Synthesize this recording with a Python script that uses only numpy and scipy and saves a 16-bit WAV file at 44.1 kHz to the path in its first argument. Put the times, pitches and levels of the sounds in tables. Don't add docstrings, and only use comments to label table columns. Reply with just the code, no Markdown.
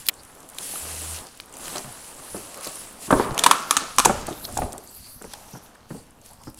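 import sys
import numpy as np
from scipy import signal
from scipy.io import wavfile
from scipy.ndimage import uniform_filter1d

SR = 44100
rng = np.random.default_rng(int(sys.argv[2]) if len(sys.argv) > 2 else 0)


def wav_record(signal):
    frames = np.transpose(np.atleast_2d(signal))
    bounded = np.clip(frames, -1, 1)
    quanta = np.round(bounded * 32767).astype(np.int16)
    wavfile.write(sys.argv[1], SR, quanta)


def invert_db(level):
    return 10 ** (np.asarray(level, dtype=float) / 20)


N = 290619

# (full pressure at t/s, hold/s, level/dB, rise/s, fall/s)
PULLS = [(0.0, 0., -41, 0.12, 0.11), (0.062, 0.00054, -38, 0.018, 0.021), (.13, 0.44, -55.5, 0.053, 1),
         (0.629, 0.54, -36.5, 0.1, 0.11), (1.27, .05, -55, .1, .6), (1.643, 0.12, -38, 0.13, 0.25),
         (1.876, 0.23, -46, .2, 0.09), (2.35, 0.01, -42, 0.59, 0.58), (2.632, 0.024, -37.5, 0.019, 0.13),
         (2.765, 0.06, -41.5, 0.47, 0.3), (3.024, 0.047, -39, 0.043, 0.038),
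         (3.11, 0.092, -37.5, .03, 0.17)]
# (t/s, hold/s, level/dB, rise/s, fall/s)
SHIFTS = [(3.598, 0.0028, -42.5, 0.78, 0.17), (3.86, 0., -50.5, 0.23, 0.83), (4.15, 0.046, -45.5, 1, 0.17),
          (4.3, 0.22, -50, 0.092, 0.09), (4.563, 0.034, -40.5, 0.14, 0.22), (4.858, 0.15, -58, .25, 0.17),
          (5.07, 0.013, -50.5, 0.76, 0.16), (5.23, 0.0075, -52, 0.041, .2), (5.32, 0.011, -50, 0.067, .15),
          (5.38, 0.2, -54.5, .1, .04), (5.634, 0.019, -57.5, .06, 0.13), (5.897, 0.076, -53.5, 0.018, 0.18),
          (6.255, 0., -51.5, 0.027, 0.19), (6.452, 0, -55, .07, 0.17), (6.59, 0.027, -46, 0.037, .1)]


def evened(x):
    return x / np.sqrt(np.mean(x ** 2) + 1e-20)


def peaked(x):
    return x / np.max(abs(x))


def read(points, hz):
    f, value = np.transpose(points)
    return np.interp(np.log(hz + 1), np.log(f + 1), value)


def add(mix, s, sound):
    part = mix[round(s * SR):][:len(sound)]
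    part += sound[:len(part)]


def hits(rows, source, samples):
    layer = np.zeros(N)
    for row in rows:
        add(layer, *source(*row, rng.standard_normal(samples)))
    return layer


def resonate(x, hz, width):
    r = np.exp(-np.pi * width / SR)
    pole = r * np.exp(2j * np.pi * hz / SR)
    return 2 * signal.lfilter([(1 - r) ** 2], [1, -2 * pole, pole ** 2], x).real


def filtered(x, order, hz, kind="low"):
    return signal.sosfilt(signal.butter(order, hz, kind, fs=SR, output="sos"), x)


def friction(spectrum, level_db, grains_per_s, spread_db, grain_share, patchy_db):
    sizes = invert_db(spread_db * np.minimum(rng.exponential(1, N), 3.5))
    slips = sizes * (rng.random(N) < grains_per_s / SR)
    slips = np.convolve(slips, np.exp(-np.arange(200) / 50.0))[:N] * rng.standard_normal(N)
    smooth = rng.standard_normal(N)
    drive = np.sqrt(grain_share) * evened(slips) + np.sqrt(1 - grain_share) * smooth
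    hz, _, z = signal.stft(drive, SR, nperseg=1024, noverlap=768)
    patches = uniform_filter1d(rng.standard_normal(z.shape), 30, 0)
    patches = evened(uniform_filter1d(patches, 8, 1))
    z = z * invert_db(read(spectrum, hz)[:, None] + patchy_db * patches)
    sound = signal.istft(z, SR, nperseg=1024, noverlap=768)[1][:N]
    return invert_db(level_db) * evened(sound)


def strokes(rows, rest_db):
    t = np.arange(0, N + 128, 128)[:, None] / SR
    s, hold, level_db, rise, fall = np.transpose(rows)
    before = np.maximum(s - t, 0) / np.maximum(rise, .005)
    after = np.maximum(t - s - abs(hold), 0) / np.maximum(fall, .005)
    power = (invert_db(level_db - 20 * (before + after)) ** 2).sum(1) + invert_db(rest_db) ** 2
    return np.interp(np.arange(N) / SR, t[:, 0], 10 * np.log10(power))


def brush(s, level_db, hz, rise, fall, width):
    t = np.arange(-SR, SR) / SR
    band = evened(resonate(rng.standard_normal(len(t)), hz, width))
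    uneven = evened(uniform_filter1d(rng.standard_normal(len(t)), size=900))
    away = np.where(t < 0, -t / max(rise, .005), t / max(fall, .005))
    sound = invert_db(level_db - 20 * away + 2.6 * uneven) * band
    return max(s - 1, 0), sound[max(round((1 - s) * SR), 0):]


def breaking(ms, noise):
    t = np.arange(len(noise)) / SR
    return noise * np.exp(-t / (0.00093 * max(ms, .3))) * np.minimum(t / .0001, 1)


def room_hiss():
    # (f/Hz, level/dB per Hz)
    quiet = [(880, -23), (1500, -29.5), (3020, -25), (3720, 8.5), (8970, 17.5), (15600, -4), (15950, -30)]
    return friction(quiet, -73, 100., 0.98, .02, 0.348)


def kitchen(x, count=4):
    # (f/Hz, t60/s)
    decay = [(100, 0.66), (300, 1), (600, 0.48), (1200, 0.67), (2500, 0.39), (9000, 0.32), (16000, 0.17)]
    taps = np.zeros((count, SR // 2))
    at = np.arange(200, SR // 2 - 20, 20)
    at = at + rng.integers(0, 20, (count, len(at)))
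    np.put_along_axis(taps, at, rng.choice([-1., 1.], at.shape), 1)
    hz, t, z = signal.stft(taps, SR, nperseg=256)
    tail = signal.istft(z * invert_db(-60 * t / read(decay, hz)[:, None]), SR, nperseg=256)[1]
    path = np.arange(N) // 30 % count == np.arange(count)[:, None]
    return signal.fftconvolve(x * path, tail / np.linalg.norm(tail[0]), axes=1)[:, :N].sum(0)


def air_whistle():
    # (t/s, level/dB, f/Hz, rise/s, fall/s)
    whistle = [
        (5.088, -53.5, 4570, 0.59, 0.28),
        (5.9, -70, 3000, 0.38, .6),
        (5.98, -59, 4600, 0.19, 0.11),
    ]
    layer = np.zeros(N)
    for row in whistle:
        add(layer, *brush(*row, 750.))
    return layer


def whispers_and_scuffs():
    # (t/s, level/dB, f/Hz, rise/s, fall/s)
    whispers = [(5.3, -56, 5840, 0.35, .2), (5.55, -53, 5900, 0.23, 0.17), (6.1, -70, 2800, 0.27, 0.26),
                (5.96, -62, 6000, .15, .12), (5.95, -62, 14000, 0.11, .1), (6.27, -61, 4460, 0.11, 0.23),
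                (6.48, -54.5, 5160, 0.12, 0.074), (2.35, -43.5, 10500, 0.15, 0.3),
                (.72, -37.5, 10800, 0.13, 0.42), (3.225, -43.5, 4500, .04, 0.063),
                (4.845, -46, 12500, .03, .03), (4.9, -50.5, 8000, 0.041, .04), (4.578, -45, 2500, .01, .1),
                (5.09, -47, 10000, .08, 0.12), (3.72, -35, 1180, .01, .25), (4.62, -39, 390, .04, .22),
                (3.15, -31, 400, .02, .3), (3.16, -33, 1150, .03, .3)]
    layer = np.zeros(N)
    for row in whispers:
        add(layer, *brush(*row, 0.19 * row[2]))
    return layer


def card_edges():
    # (t/s, level/dB, f/Hz, rise/s, fall/s)
    brushing = [(.208, -50, 4470, 0.057, 0.0082), (4.33, -52.5, 3700, 0.11, .2),
                (4.444, -37.5, 4160, 0.018, 0.027)]
    # (t/s, level/dB, f/Hz, rise/s, fall/s)
    scuffing = [(2.67, -41, 1150, 0.15, 0.07), (2.56, -46, 1150, .04, .15), (2.6, -45, 580, .2, .2),
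                (4.63, -39, 720, .03, .22), (4.745, -45, 820, .04, .08), (6.32, -54, 820, .08, .08),
                (5.35, -46.5, 780, 0.0099, 0.22), (6.42, -46.5, 940, 0.028, 0.031)]
    layer = np.zeros(N)
    for rows, width in (brushing, 740.), (scuffing, 330.):
        for row in rows:
            add(layer, *brush(*row, width))
    return layer


def counter_jolts():
    # (f/Hz, level/dB per Hz)
    rumble = [(12, -1), (20, 0.5), (45, -2), (92, -4.5), (124, 1), (166, -32.5), (236, 5.5), (300, -31),
              (390, -56), (660, -120)]
    # (t/s, hold/s, level/dB, rise/s, fall/s)
    jolts = [(.75, 0.14, -53, 0.31, 0.12), (1.64, 0.14, -49.5, 0.14, 0.26), (1.8, 1.75, -60.5, 0.34, .2),
             (3.125, 0.037, -27, .02, .1), (3.23, 0.087, -36, 0.11, 0.13), (2.36, 0.047, -46, .03, .12),
             (5.92, 0, -47.5, .02, 0.22), (6.48, .01, -46, .02, .08), (4.12, 0.079, -36.5, 0.096, .12),
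             (4.08, 0.14, -39.5, 0.26, 0.32), (4.6, 0.04, -31, 0.16, 0.13), (5.19, 0.18, -53, 0.91, 0.13),
             (6.61, 0.086, -50, 0.65, 0.092)]
    return friction(rumble, strokes(jolts, rest_db=-57.5), 35.0, 2.8, 0.23, 1.9)


def box_scrape():
    # (f/Hz, level/dB per Hz)
    hollow = [(88, -50.5), (150, 3), (205, -7.5), (281, 0.5), (352, -5), (469, -2), (737, -2.5), (1200, -4),
              (1580, -8.5), (2200, -15), (3900, -20), (6600, -120)]
    # (t/s, hold/s, level/dB, rise/s, fall/s)
    scrapes = [(0.0, 0.43, -52.5, .1, 0.15), (.6, 0.37, -51.5, .1, 0.72), (.75, 0.47, -45, 0.65, 0.19),
               (1.74, 0.052, -37.5, 0.38, 0.083), (1.9, 1.14, -48.5, 0.64, .3),
               (3.17, 0.058, -29.5, 0.04, 0.19), (3.38, 0.16, -32, 0.053, 0.14),
               (3.82, 0.0086, -38.5, 0.99, 0.24), (4.16, 0.066, -41, 0.26, 0.59),
               (4.4, 0.39, -54, 0.45, 0.31), (5.3, 0.41, -55, 0.17, 0.64)]
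    return friction(hollow, strokes(scrapes, rest_db=-58), 330.0, 2., 0.32, 1.45)


def knock(s, peak_db, hz, upper_db, t60, noise):
    # (factor on the pitch, level/dB)
    panels = [(.6, 7), (1., 13.5), (1.699, 4.5), (2.8, -5)]
    t = np.arange(len(noise)) / SR
    rattle = noise * invert_db(-60 * t / max(t60, .02)) * np.minimum(t / 0.0021, 1)
    rattle[30] += 11.
    walls = sum(invert_db(db) * resonate(rattle, hz * k, 0.71 * hz * k) for k, db in panels)
    paper = resonate(rattle, 676, 1120.0) + 0.36 * resonate(rattle, 1370, 900.0)
    return s, invert_db(peak_db) * peaked(walls) + invert_db(upper_db - 0.5) * peaked(paper)


def box_bumps():
    # (t/s, wall peak level/dB, wall f/Hz, papery level/dB, t60/s)
    slaps = [(1.844, -30.5, 123, -30.5, 0.37), (3.105, -21, 345, -7, 0.18), (3.1255, -7, 290, -2.5, 0.063),
             (3.197, -9, 485, -15, 0.056), (3.308, -20.5, 129, -15.5, 0.044),
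             (4.056, -13.5, 397, -17.5, 0.16), (4.282, -16.5, 720, -44, 0.09),
             (4.618, -15.5, 665, -34, 0.11), (5.213, -37, 396, -39, 0.1), (5.905, -23.5, 176, -31.5, 0.14),
             (6.471, -26, 280, -34, 0.09), (2.345, -24, 370, -37, .17), (5.55, -30, 240, -32, .12)]
    # (t/s, peak level/dB, f/Hz, t60/s)
    thuds = [(1.755, -21.5, 740, 0.093), (2.668, -24.5, 564, 0.1), (3.078, -27, 323, 0.13),
             (3.137, -10, 329, 0.1), (4.095, -7, 670, 0.092), (4.308, -23, 340, 0.098),
             (4.481, -33, 666, 0.45), (4.57, -15, 770, 0.059), (4.586, -18.5, 740, 0.06),
             (4.737, -28.5, 644, 0.16), (5.242, -29, 430, 0.14), (5.535, -29, 190, 0.12),
             (5.947, -28.5, 240, 0.18), (6.434, -41, 150, 0.06)]
    dull = [(s, db, hz, db - 48.5, t60) for s, db, hz, t60 in thuds]
    return filtered(hits(slaps + dull, knock, 9000), 3, [110, 1700], "band")


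def wrinkle(s, peak_db, hz, noise):
    return s, invert_db(peak_db) * peaked(resonate(breaking(1.76, noise), hz, 0.36 * hz))


def wrinkles():
    # (t/s, peak level/dB, f/Hz)
    releases = [(.139, -34, 8000), (0.196, -41, 4580), (.318, -43, 9500), (.43, -36, 7000),
                (.499, -31, 9700), (.519, -39, 9500), (.546, -34, 8500), (.593, -30, 9000),
                (0.737, -30, 700), (0.757, -29, 1300), (1.241, -32, 9500), (1.287, -36, 4900),
                (1.322, -46, 11000), (1.374, -36, 8240), (1.406, -31, 8800), (1.4586, -37, 11000),
                (1.4955, -38, 8820), (1.609, -32, 9230), (2.192, -38, 7600), (2.222, -33, 10100),
                (2.574, -30, 10300), (2.586, -33, 8370), (2.63, -37, 9500), (2.658, -28, 4800),
                (2.7565, -22, 9850), (2.926, -39, 13500), (3.106, -23, 3260), (3.127, -22, 3270),
                (3.963, -24, 9300), (4.301, -29, 8050), (4.327, -30, 3500), (4.49, -33, 6500),
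                (4.525, -26, 9000), (4.543, -29, 7500), (4.555, -37, 8500), (4.8743, -31, 8000),
                (4.912, -35, 12900), (4.949, -31, 9500), (5.0704, -39, 4580), (5.249, -34.5, 8260),
                (5.512, -35, 12400), (5.756, -39, 1500), (6.067, -45.5, 8500), (6.107, -43.5, 9130),
                (6.214, -41, 7000), (6.29, -38, 7200), (6.3105, -38, 10500), (6.333, -37, 9300),
                (6.418, -41, 9100), (6.4996, -35.5, 13000), (6.574, -34, 9460), (5.338, -32, 800),
                (5.338, -33, 1800), (3.4372, -6, 3300), (3.393, -12, 3100), (4.4515, -19.5, 4300),
                (4.213, -29, 7000), (4.29, -29, 10000), (4.597, -29, 13000), (4.62, -28, 2210),
                (0.5854, -25, 6500), (1.4, -29, 4600), (5.215, -37, 1300), (5.556, -35, 800),
                (1.2687, -35, 4700), (1.3515, -40, 9140), (1.3744, -38, 14800), (1.4059, -35, 14500),
              (1.5261, -33, 8390), (1.547, -35, 8000), (1.555, -36, 5200), (1.578, -35, 11500),
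              (1.586, -30, 9500), (1.435, -44, 2700), (4.409, -36, 1300), (4.487, -33, 1250),
              (5.241, -39, 2100), (5.333, -36, 900), (5.908, -38, 1600), (3.137, -9, 950),
              (5.338, -34, 3200), (0.757, -32, 2800)]
    return hits(releases, wrinkle, 1000)


def tick(s, crack_db, crack_hz, body_db, body_hz, noise):
    burst = breaking(2.2, noise)
    crack = resonate(burst, crack_hz, 4900.0) + 0.5 * resonate(burst, 7940, 4500.0)
    body = resonate(burst, body_hz, 2340.0) - 0.04 * resonate(burst, 390, 770.0)
    return s + 0.00042, invert_db(crack_db) * peaked(crack) + invert_db(body_db + 4.5) * peaked(body)


def film_creases():
    # (t/s, crack peak level/dB, crack f/Hz, body level/dB, body f/Hz)
    pops = [(.0659, -19.5, 12700, -31, 4800), (.076, -21.5, 13300, -51, 4310),
            (.0857, -3, 11600, -10, 4300), (.0875, -18, 11600, -45, 3120), (.0914, -11, 13000, -23, 3220),
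            (.0937, -36, 7300, -23, 2540), (.5844, -19.5, 10200, -24.5, 3670),
            (1.3996, -33, 9400, -28, 2420), (1.6807, -22, 8600, -27.5, 2360),
            (1.7585, -20, 6800, -26.5, 3830), (1.7687, -31, 6170, -32, 5490),
            (1.7811, -23, 6900, -23.5, 5400), (1.8435, -39, 7600, -34.5, 2130),
            (2.6448, -30, 8180, -30, 5330), (2.6718, -21, 10600, -27.5, 4900),
            (3.1114, -17, 7360, -29, 3200), (3.308, -45.5, 9800, -32, 3680),
            (4.4502, -38, 12600, -27.5, 4360), (5.3352, -22.5, 9040, -30, 4840),
            (5.752, -41, 9000, -50, 2070)]
    # (t/s, peak level/dB, f/Hz)
    ticks = [(0.233, -32, 10000), (0.2494, -35, 9690), (0.35, -34.5, 10640), (0.489, -27.5, 10300),
             (0.4032, -34, 8200), (1.268, -30, 8000), (1.539, -28, 7900), (1.568, -26, 8750),
             (2.543, -27, 6760), (2.6089, -24.5, 9610), (3.345, -25, 8050), (4.2678, -19.5, 9200),
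             (4.5739, -12, 7450), (4.722, -26.5, 6500), (4.7293, -23, 8300), (4.7793, -22.5, 8600),
             (4.838, -38, 12600), (5.222, -29, 8100), (6.2606, -32, 10160), (6.4356, -34, 5600),
             (6.544, -33.5, 9170)]
    thin = [(s, db, hz, db - 21.5, 3700) for s, db, hz in ticks]
    return hits(pops + thin, tick, 2000)


def film_rubbing():
    # (f/Hz, level/dB per Hz)
    sizzle = [(6470, -17), (11000, 18), (13100, 16.5), (15600, 7.5), (15950, -18), (16300, -17)]
    # (f/Hz, level/dB per Hz)
    rustle = [(880, -34), (1500, 0), (2320, 1.5), (2700, 4), (3740, 2), (4130, 4), (6000, 3.5), (6500, 3),
              (8450, -5.5), (14300, -120)]
    # (t/s, level/dB, rise/s, fall/s)
    crumples = [(.11, -73, .3, .03), (3.7, -44, 0.097, 0.16), (4.45, -38, 0.15, 0.063),
                (4.6, -64, 0.055, 0.067), (4.97, -44, .1, 0.089), (5.14, -44.5, 0.12, 0.13),
                (5.58, -55.5, .9, .02), (5.634, -51, .02, 0.065), (6.27, -56, 0.1, 0.18),
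                (6.45, -59.5, .03, .2)]
    # (t/s, level/dB, rise/s, fall/s)
    settles = [(1.27, -54, .1, .6), (1.42, -54, 0.074, 0.03), (2.69, -45, 0.37, 0.077),
               (3.6, -40.5, .4, 0.1), (3.8, -37.5, 0.38, 0.24), (4.15, -39.5, 0.48, 0.24),
               (4.276, -41, 0.042, 0.13), (5.32, -48.5, 0.098, 0.18), (5.5, -58, 0.42, 0.99),
               (6.27, -58.5, 0.12, 0.16)]
    pulls = np.array(PULLS + SHIFTS)

    def moves(under_db, rows):
        return np.vstack([pulls + [0, 0, under_db, 0, 0], np.insert(rows, 1, 0, axis=1)])

    thin = friction(sizzle, strokes(moves(-10.5, crumples), rest_db=-70), 600., 3.9, 0.21, 1.2)
    slack = friction(rustle, strokes(moves(-4.5, settles), rest_db=-70.5), 400., 5.5, 0.19, 1.0)
    return thin + slack


def gulp(s, peak_db, hz, ms):
    t = np.arange(0, .001 * ms, 1 / SR)
    swell = np.sin(np.pi * (t / (0.00101 * ms)) ** 1.28)
    return s, invert_db(peak_db) * swell * np.sin(2 * np.pi * hz * t)


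def squeezed_air():
    at = [3.4625, 3.4695, 3.5113, 3.984, 4.001, 4.056, 4.047, 3.1055, 3.126, 3.437, 4.106, 3.369, 3.709,
          3.7675, 4.57, 4.586, 2.344, 4.283]
    # (peak level/dB, f/Hz, length/ms)
    gulps = [(0, 1030, 5.8), (-15.5, 954, 3.9), (-1, 1055, 4.2), (-8, 1050, 7.0), (-15.5, 1100, 6.9),
             (-3.5, 880, 6.1), (-15, 890, 5.), (-10.5, 1150, 5.8), (-7.5, 1100, 6.), (-13.5, 1100, 4.),
             (-15.5, 805, 7.1), (-30, 1100, 5.), (-14.5, 1165, 5.5), (-13.5, 1156, 5.6), (-18, 744, 7.),
             (-18, 792, 8.2), (-30.5, 550, 9.2), (-22.5, 722, 7.8)]
    layer = np.zeros(N)
    for s, row in zip(at, gulps):
        add(layer, s, gulp(s, *row)[1])
    return layer


def judder():
    # (t/s, level/dB)
    slide = [
        (0.8, -45),
        (0.91, -45),
        (1.14, -38.5),
        (1.224, -54),
        (1.24, -52),
    ]
    s, level_db = np.transpose(slide)
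    t = np.arange(s[0], s[-1], 1 / SR)
    turn = 2 * np.pi * 80 * t
    shake = np.sin(turn) + invert_db(-13.5) * np.sin(2 * turn + 1.4)
    level = np.sqrt(2) * invert_db(np.interp(t, s, level_db))
    return s[0], level * shake * signal.windows.tukey(len(t), .2)


def foam_rubbing():
    # (f/Hz, level/dB per Hz)
    hiss = [(2940, -41), (5000, -15), (6010, -1), (7370, 10.5), (10500, 13.5), (13000, -5.5)]
    return friction(hiss, strokes(PULLS + SHIFTS, rest_db=-70), 500., 4.1, 0.15, 1.8)


def snap(s, crack_db, crack_hz, ring_db, ms, noise):
    # (f/Hz, width/Hz, level/dB)
    foam = [
        [(2296, 740, -2), (3100, 2370, -1.5), (4300, 11200, -7.5)],
        [(6270, 2900, -4.5), (8800, 5300, -4), (10600, 3000, -47.5)],
    ]
    # (f/Hz, width/Hz, level/dB)
    cavity = [(1087, 160, -28), (1283, 1350, -0.5), (1790, 330, -6), (282, 53, -3.5)]
    t = np.arange(len(noise)) / SR
    burst = breaking(ms, noise)
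    mid, top = (sum(invert_db(db) * resonate(burst, hz, w) for hz, w, db in part) for part in foam)
    top = top + resonate(burst, crack_hz, 2000.0)
    push = np.sin(2 * np.pi * cavity[0][0] * t) * np.exp(-(t / (0.00051 * max(ms, .3))) ** 4)
    shove = push + 3.84 * burst
    ring = sum(invert_db(db) * resonate(shove, hz, w) for hz, w, db in cavity)
    block_db = -1 + 0.47 * ring_db
    sound = invert_db(crack_db) * peaked(top) + invert_db(block_db + 5.5) * peaked(mid)
    return s + 0.00046, sound + invert_db(ring_db + 9.0) * peaked(ring)


def foam_snaps():
    # (t/s, crack level/dB, crack f/Hz, cavity ring level/dB, length/ms)
    snaps = [(3.3782, -15, 10000, -29, 0.85), (3.3892, -14, 10800, -32.5, 1.7),
             (3.3927, -9.5, 7500, -26.5, 2.6), (3.437, -5.5, 8200, -21.5, 2.3),
             (3.4405, -15.5, 8200, -21, 4.4), (3.462, -7.5, 8000, -11, 5.2), (3.511, -6, 10200, -13.5, 4.7),
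             (3.7085, -2.5, 10000, -17.5, 3.8), (3.7674, -5, 8100, -15, 1.8), (3.7719, -5, 8200, -26, 1.5),
             (3.9837, -3, 6150, -17, 2.7), (3.9932, -2.5, 6940, -16.5, 2.), (3.9991, -7, 6440, -16.5, 1.6),
             (4.0485, -22, 9500, -23, 2.2), (4.0528, -4.5, 6550, -28.5, 2.3),
             (4.056, -0.5, 6260, -18.5, 2.7)]
    return filtered(hits(snaps, snap, 2000), 2, 11000)


def echoes(creases, jammed, squeezed, bumps):
    bright = filtered(invert_db(-55.0) * creases + invert_db(-11.5) * jammed, 4, 2000, "high")
    bright = bright - 0.28 * resonate(bright, 6400, 3000.)
    treble = signal.lfilter([1, -1], [1, -.85], kitchen(bright))
    boxy = resonate(jammed + .35 * squeezed, 1350, 1200.0)
    dull = invert_db(-9.5) * resonate(bumps, 750, 1100.) + invert_db(-8.0) * boxy
    return treble + kitchen(dull, count=1)


def scene():
    out = room_hiss() + air_whistle() + whispers_and_scuffs() + card_edges()
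    out += counter_jolts() + box_scrape() + film_rubbing() + foam_rubbing()
    add(out, *judder())
    bumps, creases = box_bumps(), film_creases()
    squeezed, jammed = squeezed_air(), foam_snaps()
    out += bumps + creases + wrinkles() + squeezed + jammed
    return (out + echoes(creases, jammed, squeezed, bumps))[None]


def low_pass(x):
    return signal.sosfilt(signal.butter(12, 15850, fs=SR, output="sos"), x)


def record(dry):
    limited = signal.oaconvolve(dry, signal.firwin(255, 16350, fs=SR)[None], "same")
    return low_pass(np.clip(limited, -.98, .98))


dry = scene()
out = record(dry)
wav_record(out)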